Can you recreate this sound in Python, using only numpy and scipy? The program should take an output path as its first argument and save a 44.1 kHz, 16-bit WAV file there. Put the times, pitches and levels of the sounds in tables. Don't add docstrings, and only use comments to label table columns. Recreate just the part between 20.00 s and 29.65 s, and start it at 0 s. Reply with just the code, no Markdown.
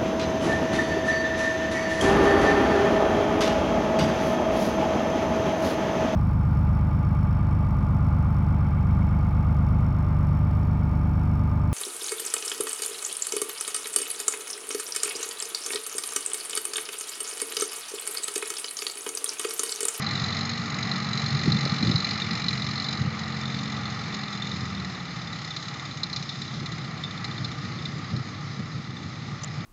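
import sys
import numpy as np
from scipy import signal
from scipy.fft import rfft, irfft, next_fast_len
from scipy.io import wavfile
from scipy.ndimage import uniform_filter1d, map_coordinates

SR = 44100
rng = np.random.default_rng(int(sys.argv[2]) if len(sys.argv) > 2 else 0)


def gain_from_db(level_db):
    decades = np.asarray(level_db, float) / 20
    return 10 ** decades


def wav_record(signal):
    frames = np.transpose(np.atleast_2d(signal))
    bounded = np.clip(frames, -1, 1)
    quanta = np.round(bounded * 32767).astype(np.int16)
    wavfile.write(sys.argv[1], SR, quanta)


N = 425565


def unit(x):
    return x / np.sqrt(np.mean(x ** 2) + 1e-20)


def along(points, hz):
    f, v = np.transpose(points)
    return np.interp(np.log(hz + 1), np.log(f + 1), v)


def curves(rows):
    s, *cols = np.transpose(rows)
    return [np.interp(np.arange(N) / SR, s, c) for c in cols]


def spells(rows):
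    t = np.arange(N) / SR
    return sum(db * np.exp(-((t - s) / half) ** 2) for s, half, db in rows)


def wobble(rate):
    return map_coordinates(rng.standard_normal(int(N * rate / SR) + 4), [np.arange(N) * rate / SR])


def filtered(x, response):
    m = next_fast_len(N + SR // 2)
    return irfft(rfft(x, m) * response(np.fft.rfftfreq(m, 1 / SR)), m)[..., :N]


def resonances(modes):
    def response(f):
        return sum(gain_from_db(db) * (1j * f * w / (c * c - f * f + 1j * f * w)) ** 2 for c, w, db in modes)
    return response


def rush(spectrum, patchy_db):
    z = signal.stft(rng.standard_normal(N), nperseg=512)[2]
    field = uniform_filter1d(rng.standard_normal(z.shape), size=6, axis=0)
    field = uniform_filter1d(field, size=14, axis=1)
    noise = signal.istft(z * gain_from_db(patchy_db * unit(field)), nperseg=512)[1][:N]
    return unit(filtered(noise, lambda hz: gain_from_db(along(spectrum, hz))))


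# [t/s, level/dB]
BREEZE = [(0, -32), (.4, -35.5), (.73, -35.5), (2.04, -34), (3.5, -38), (4.84, -36.5), (5.59, -40),
          (6.3, -35.5), (6.8, -36), (7.3, -34.5), (7.9, -33), (8.4, -36), (9.65, -34)]
# [f/Hz, level/dB]
RUMBLE = [(18, -81.5), (30, -49.5), (69, -10), (78, -12), (92, -10), (138, -0.5), (155, -1.5), (182, -5.5),
          (220, -9.5), (253, -12.5), (346, -18), (387, -23.5), (473, -27), (600, -27.5), (780, -58),
          (1320, -120)]
# [centre t/s, half length/s, level/dB]
GUSTS = [(1.35, 0.043, 5.5), (1.51, 0.077, 8.5), (1.89, 0.071, 10.5), (3.03, 0.044, 9), (5.9, 0.02, 5.5),
         (6.62, .04, 4.5), (8.17, .05, 5), (8.6, 0.018, 6.5)]
# [centre t/s, peak level/dB, f/Hz]
EDDIES = [(0.18, -24, 159), (0.2244, -18.5, 163), (0.3509, -24.5, 168), (1.3548, -19, 163),
          (1.464, -26, 390), (1.478, -14, 282), (1.4841, -13, 152.5), (1.5144, -14.5, 159),
          (1.5506, -15.5, 178), (1.5598, -15, 153), (1.6632, -23, 533), (1.666, -28, 330),
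          (1.4939, -17.5, 110), (1.908, -16, 113), (1.7272, -16.5, 171), (1.8338, -14, 189),
          (1.836, -19, 264), (1.8613, -14.5, 149), (1.9003, -17, 218), (1.9117, -22, 141),
          (1.9544, -12.5, 136), (2.3217, -21, 169), (2.3459, -23, 159), (2.4643, -20.5, 181),
          (3.015, -15.5, 132.6), (3.0536, -16.5, 158), (3.079, -19.5, 143), (7.423, -22.5, 140),
          (7.6566, -22.5, 180), (8.141, -16.5, 140)]
EDDY_CYCLES = 0.91


def wind():
    lumpy = gain_from_db(1.2 * wobble(25)) * rush(RUMBLE, patchy_db=0)
    rumble = gain_from_db(curves(BREEZE)[0] + spells(GUSTS)) * unit(lumpy)
    eddies, t = np.zeros(N + SR), np.arange(-SR // 25, SR // 25) / SR
    for s, db, hz in EDDIES:
        phase = rng.uniform(0, 2 * np.pi)
        swing = np.cos(2 * np.pi * hz * t * (1 - 12 * t) + phase)
        eddies[round(s * SR):][:len(t)] += gain_from_db(db) * np.exp(-(t * hz / EDDY_CYCLES) ** 2) * swing
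    return rumble + eddies[SR // 25:][:N]


# [t/s, peak level/dB, f/Hz, length/s]
LEAF = [
    (9.418, -42, 6880, .008),
    (9.431, -41, 7160, 0.0071),
    (9.432, -34, 5000, 0.0088),
    (9.433, -26.5, 6140, 0.0082),
    (9.444, -25, 7040, 0.0034),
    (9.4435, -38, 590, 0.0045),
]


def leaf():
    ticks = np.zeros(N + SR)
    for s, db, hz, length in LEAF:
        t = np.arange(round(length * SR)) / SR
        ring = np.sin(2 * np.pi * hz * t) + 0.55 * rng.standard_normal(SR // 30)[:len(t)]
        ticks[round(s * SR):][:len(t)] += gain_from_db(db) * np.sin(np.pi * (t / length) ** 1.3) * ring
    return ticks[:N]


# [f/Hz, level/dB]
DRONE = [(51.5, -58), (103, -43), (154, -46)]
DRONE_FROM_S = 6.85


def drone():
    t = np.arange(N) / SR
    lines = 0
    for hz, db in DRONE:
        lines = lines + gain_from_db(db + 1.6 * wobble(3.9)) * np.sin(2 * np.pi * hz * t + .5 * wobble(2.4))
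    return np.clip((t - DRONE_FROM_S) / 0.1, 0, 1) * lines


# [t/s, level/dB]
LOAD = [(0, -33), (.6, -36), (.76, -34.5), (1.02, -35), (1.84, -34.5), (2.76, -37), (3.04, -36.5),
        (3.63, -37), (4.15, -36.5), (5, -39), (6.39, -41.5), (7.25, -39), (8.05, -41), (9.05, -43.5),
        (9.65, -41)]
# [f/Hz, level/dB per Hz]
ROAR = [(180, -37), (300, -5), (389, -11), (463, -6), (525, -13.5), (809, -2.5), (953, -10), (1220, 2),
        (1350, -1), (1560, -9.5), (1980, 0), (2160, -5.5), (2340, -5), (2520, -11.5), (3000, -13),
        (3900, -34), (6600, -120)]
# [f/Hz, level/dB per Hz]
HISS = [(1530, -42), (2600, -20.5), (3160, -8), (3960, -1), (4640, -5), (5060, -2.5), (5760, -13),
        (6270, -9.5), (6930, -15.5), (7540, -22.5), (8050, -19), (8590, -40), (11200, -69.5), (18900, -120)]
# [f/Hz, level/dB]
GEARS = [(825, -64), (1199, -59)]
HISS_DB, HISS_FOLLOWS = -44, 0.24


def harvester(count, effort_db):
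    pulse = 1 + 0.071 * np.cos(2 * np.pi * count)
    roar = pulse * gain_from_db(0.31 * wobble(12)) * rush(ROAR, patchy_db=0.5)
    t = np.arange(N) / SR
    gears = 0
    for hz, db in GEARS:
        level = gain_from_db(db + 42.5 + 2.2 * wobble(2.2))
        gears = gears + level * np.sin(2 * np.pi * hz * t + 1.57 * wobble(4))
    hiss_db = HISS_DB + HISS_FOLLOWS * (effort_db - effort_db.mean())
    hiss = gain_from_db(hiss_db + 1.0 * wobble(20)) * rush(HISS, patchy_db=1.5)
    return gain_from_db(curves(LOAD)[0]) * (roar + gears) + hiss


# [t/s, firing rate f/Hz]
SPEED = [(0.0, 44.74), (0.598, 49.14), (0.727, 46.43), (2.471, 45.42), (2.63, 43.11), (2.808, 46.33),
         (4.225, 44.01), (4.375, 41.31), (4.542, 44.5), (4.89, 39.19), (5.585, 32.36), (5.711, 36.85),
         (6.127, 30.13), (6.633, 34.06), (6.915, 30.03), (7.813, 29.12), (7.988, 33.11), (9.65, 30.95)]
# [t/s, level/dB]
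SLIP = (4.137, -38)
FIRST_FIRING, SLIP_SKIPS = -.11, 1.22
FULL_SPEED = 45.5


def crank():
    speed = uniform_filter1d(curves(SPEED)[0], size=SR // 5, mode="nearest")
    skipped = SLIP_SKIPS * (np.arange(N) > SLIP[0] * SR)
    return FIRST_FIRING + np.cumsum(speed) / SR + skipped, np.log2(speed / FULL_SPEED)


# [multiple of the firing rate, level/dB]
ORDER = [(1, -22), (2, -4), (2.5, -6), (3, 0), (3.75, -7), (4, -5), (6, -14), (9, -20), (10.5, -20)]
HUM_DB, HUM_DB_PER_OCTAVE = -36.5, 21.5
FAN_BLADES, FAN_DB, FAN_IDLES_S, FAN_IDLE_DB = 4.73, -35.5, 5.51, -49


def hum(count, octaves):
    lines = 0
    for k, db in ORDER:
        lines = lines + gain_from_db(db + 3.6 * wobble(3.03)) * np.sin(2 * np.pi * k * count + 0.61 * wobble(6))
    exhaust = gain_from_db(HUM_DB + HUM_DB_PER_OCTAVE * octaves) * lines
    fan_db = np.interp(np.arange(N) / SR, [FAN_IDLES_S - .2, FAN_IDLES_S + 0.25], [FAN_DB, FAN_IDLE_DB])
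    fan = gain_from_db(fan_db + 1.2 * wobble(6.9)) * np.sin(2 * np.pi * FAN_BLADES * count + 0.59 * wobble(4.6))
    return filtered(exhaust, lambda f: 1 / (1 + (76 / (f + 1)) ** 4)) + fan


# [t/s, peak level/dB, low mode against the rest/dB]
HARD = [(8.104, -31.5, 1), (0.827, -19, -9), (0.958, -17, -11), (1.174, -15, -20), (1.434, -18.5, -5),
        (1.5208, -14, -13), (6.2257, -24.5, -20), (1.6513, -15, -24), (1.696, -17, -8), (1.9135, -16, -5),
        (1.958, -12.5, -17), (2.1095, -13.5, -32), (2.218, -19.5, 0), (6.659, -24, -1), (7.8226, -30, -4),
        (2.4843, -11.5, -16), (2.9284, -16, -17), (4.143, -23, -10), (4.421, -25.5, 5), (5.5637, -19.5, -4),
        (6.0336, -13.5, -10), (6.13, -17.5, -22), (6.1622, -15, -11), (6.292, -19.5, 1), (8.164, -30, -7),
        (6.417, -24, 0), (7.037, -28, 11.5), (7.244, -19.5, -7.5), (7.445, -20, -6), (7.854, -24.5, -2)]
# [f/Hz, width/Hz, level/dB]
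BLOCK = [(4023, 200, -0.5), (4212, 247, -1), (4490, 120, -15.5), (4740, 590, -10.5), (4984, 190, -14.5)]
# [f/Hz, width/Hz, level/dB]
LOW_MODE = [(3599, 172, 0.003)]
# [f/Hz, width/Hz, level/dB]
COVERS = [(2023, 320, -6), (2330, 170, -7), (2887, 250, -12), (5000, 200, -13), (5350, 160, -9),
          (6066, 160, -12), (6904, 130, -11.5), (7290, 400, -21)]
# [f/Hz, width/Hz, level/dB]
LOOSE = [(6576, 170, -13)]
# [centre t/s, half length/s, level over its rest/dB]
BUZZ = [
    (.85, 0.79, 8.5),
    (4.1, 0.68, 7.5),
    (5.9, 0.24, 12),
]
# [centre t/s, half length/s, level/dB]
SHAKE = [
    (2.1, 0.91, 5.5),
]
CYLINDER_DB = [-1, 3.5, -2, 4]
UNEVEN_PER_OCTAVE = 1.2
SCATTER_DB, LOW_SCATTER_DB = 1.1, 2.5
TURN_S, LOW_DB, LOW_TURNED_DB = 3.4, -7.5, 0
LOOSE_REST_DB = -2


def knock(count, octaves, effort_db):
    firing = np.floor(count + .26).astype(int)
    at = np.flatnonzero(np.diff(firing) > 0) + 1
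    chance = rng.standard_normal((len(at), 3))
    habit_db = np.array(CYLINDER_DB)[firing[at] % len(CYLINDER_DB)]
    habit_db = habit_db * (1 - UNEVEN_PER_OCTAVE * octaves[at])
    size_db = effort_db[at] + habit_db + SCATTER_DB * chance[:, 0]
    low_db = np.where(at > TURN_S * SR, LOW_TURNED_DB, LOW_DB) + LOW_SCATTER_DB * chance[:, 1]
    for s, db, rel_db in HARD:
        nearest = np.argmin(abs(at - s * SR))
        at[nearest] = round((s - .002) * SR)
        size_db[nearest], low_db[nearest] = db - 8, rel_db + 2.5
    t = np.arange(SR // 12) / SR
    decay = gain_from_db(-60 * t / 0.028) + 0.13 * gain_from_db(-60 * t / .12)
    shape = (1 - np.exp(-t / 0.00092)) ** 2 * decay

    def burst(db):
        return signal.fftconvolve(np.bincount(at, gain_from_db(db), N), shape)[:N] * rng.standard_normal(N)

    block = filtered(burst(size_db), resonances(BLOCK))
    block = block + filtered(burst(size_db + low_db), resonances(LOW_MODE))
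    shake_db = 0.89 * (np.minimum(size_db, -31) + 39.5) - 42.5 + 4.2 * np.tanh(chance[:, 2])
    rattle_db = LOOSE_REST_DB + spells(BUZZ)[at]
    big = filtered(burst(shake_db + spells(SHAKE)[at]), resonances(COVERS[:3]))
    small = filtered(burst(shake_db), resonances(COVERS[3:]))
    loose = filtered(burst(shake_db + rattle_db), resonances(LOOSE))
    return gain_from_db(25.5) * (block + big + small + loose)


# [t/s, usual knock level/dB]
EFFORT = [(0, -31), (.42, -31.5), (.62, -37), (1.1, -32.5), (1.95, -30.5), (2.3, -32), (2.92, -31.5),
          (3.06, -41.5), (3.5, -37), (4, -41), (4.45, -37.5), (4.85, -45.5), (5.6, -37.5), (5.88, -44.5),
          (6.3, -39.5), (6.95, -47), (7.4, -42.5), (8.4, -52)]


def scene():
    count, octaves = crank()
    effort_db = curves(EFFORT)[0]
    background = wind() + leaf() + drone() + harvester(count, effort_db)
    tractor = hum(count, octaves) + knock(count, octaves, effort_db)
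    return (background + tractor)[None]


def roll_off(x):
    return signal.sosfilt(signal.butter(12, 9220, fs=SR, output="sos"), x)


# [f/Hz, level/dB]
MIC = [(20, -35), (45, -11), (70, -7), (100, -0.5), (7300, -1.5), (7800, -10), (8000, -18), (8100, -53.5)]
# [f/Hz, level/dB]
MIRROR = [(7900, -80), (8050, -27), (8400, -15.5), (8800, -29), (9250, -54.5), (9500, -90)]


def record(dry):
    mirrored = 2 * dry * np.cos(2 * np.pi * 16000 * np.arange(N) / SR)
    heard = filtered(dry, lambda hz: gain_from_db(along(MIC, hz)))
    heard = heard + filtered(mirrored, lambda hz: gain_from_db(along(MIRROR, hz)))
    slip_s, slip_db = SLIP
    heard[:, round(slip_s * SR):][:, :90] += gain_from_db(slip_db) * np.linspace(1, 0, num=90)
    return roll_off(heard)


dry = scene()
out = record(dry)
wav_record(out)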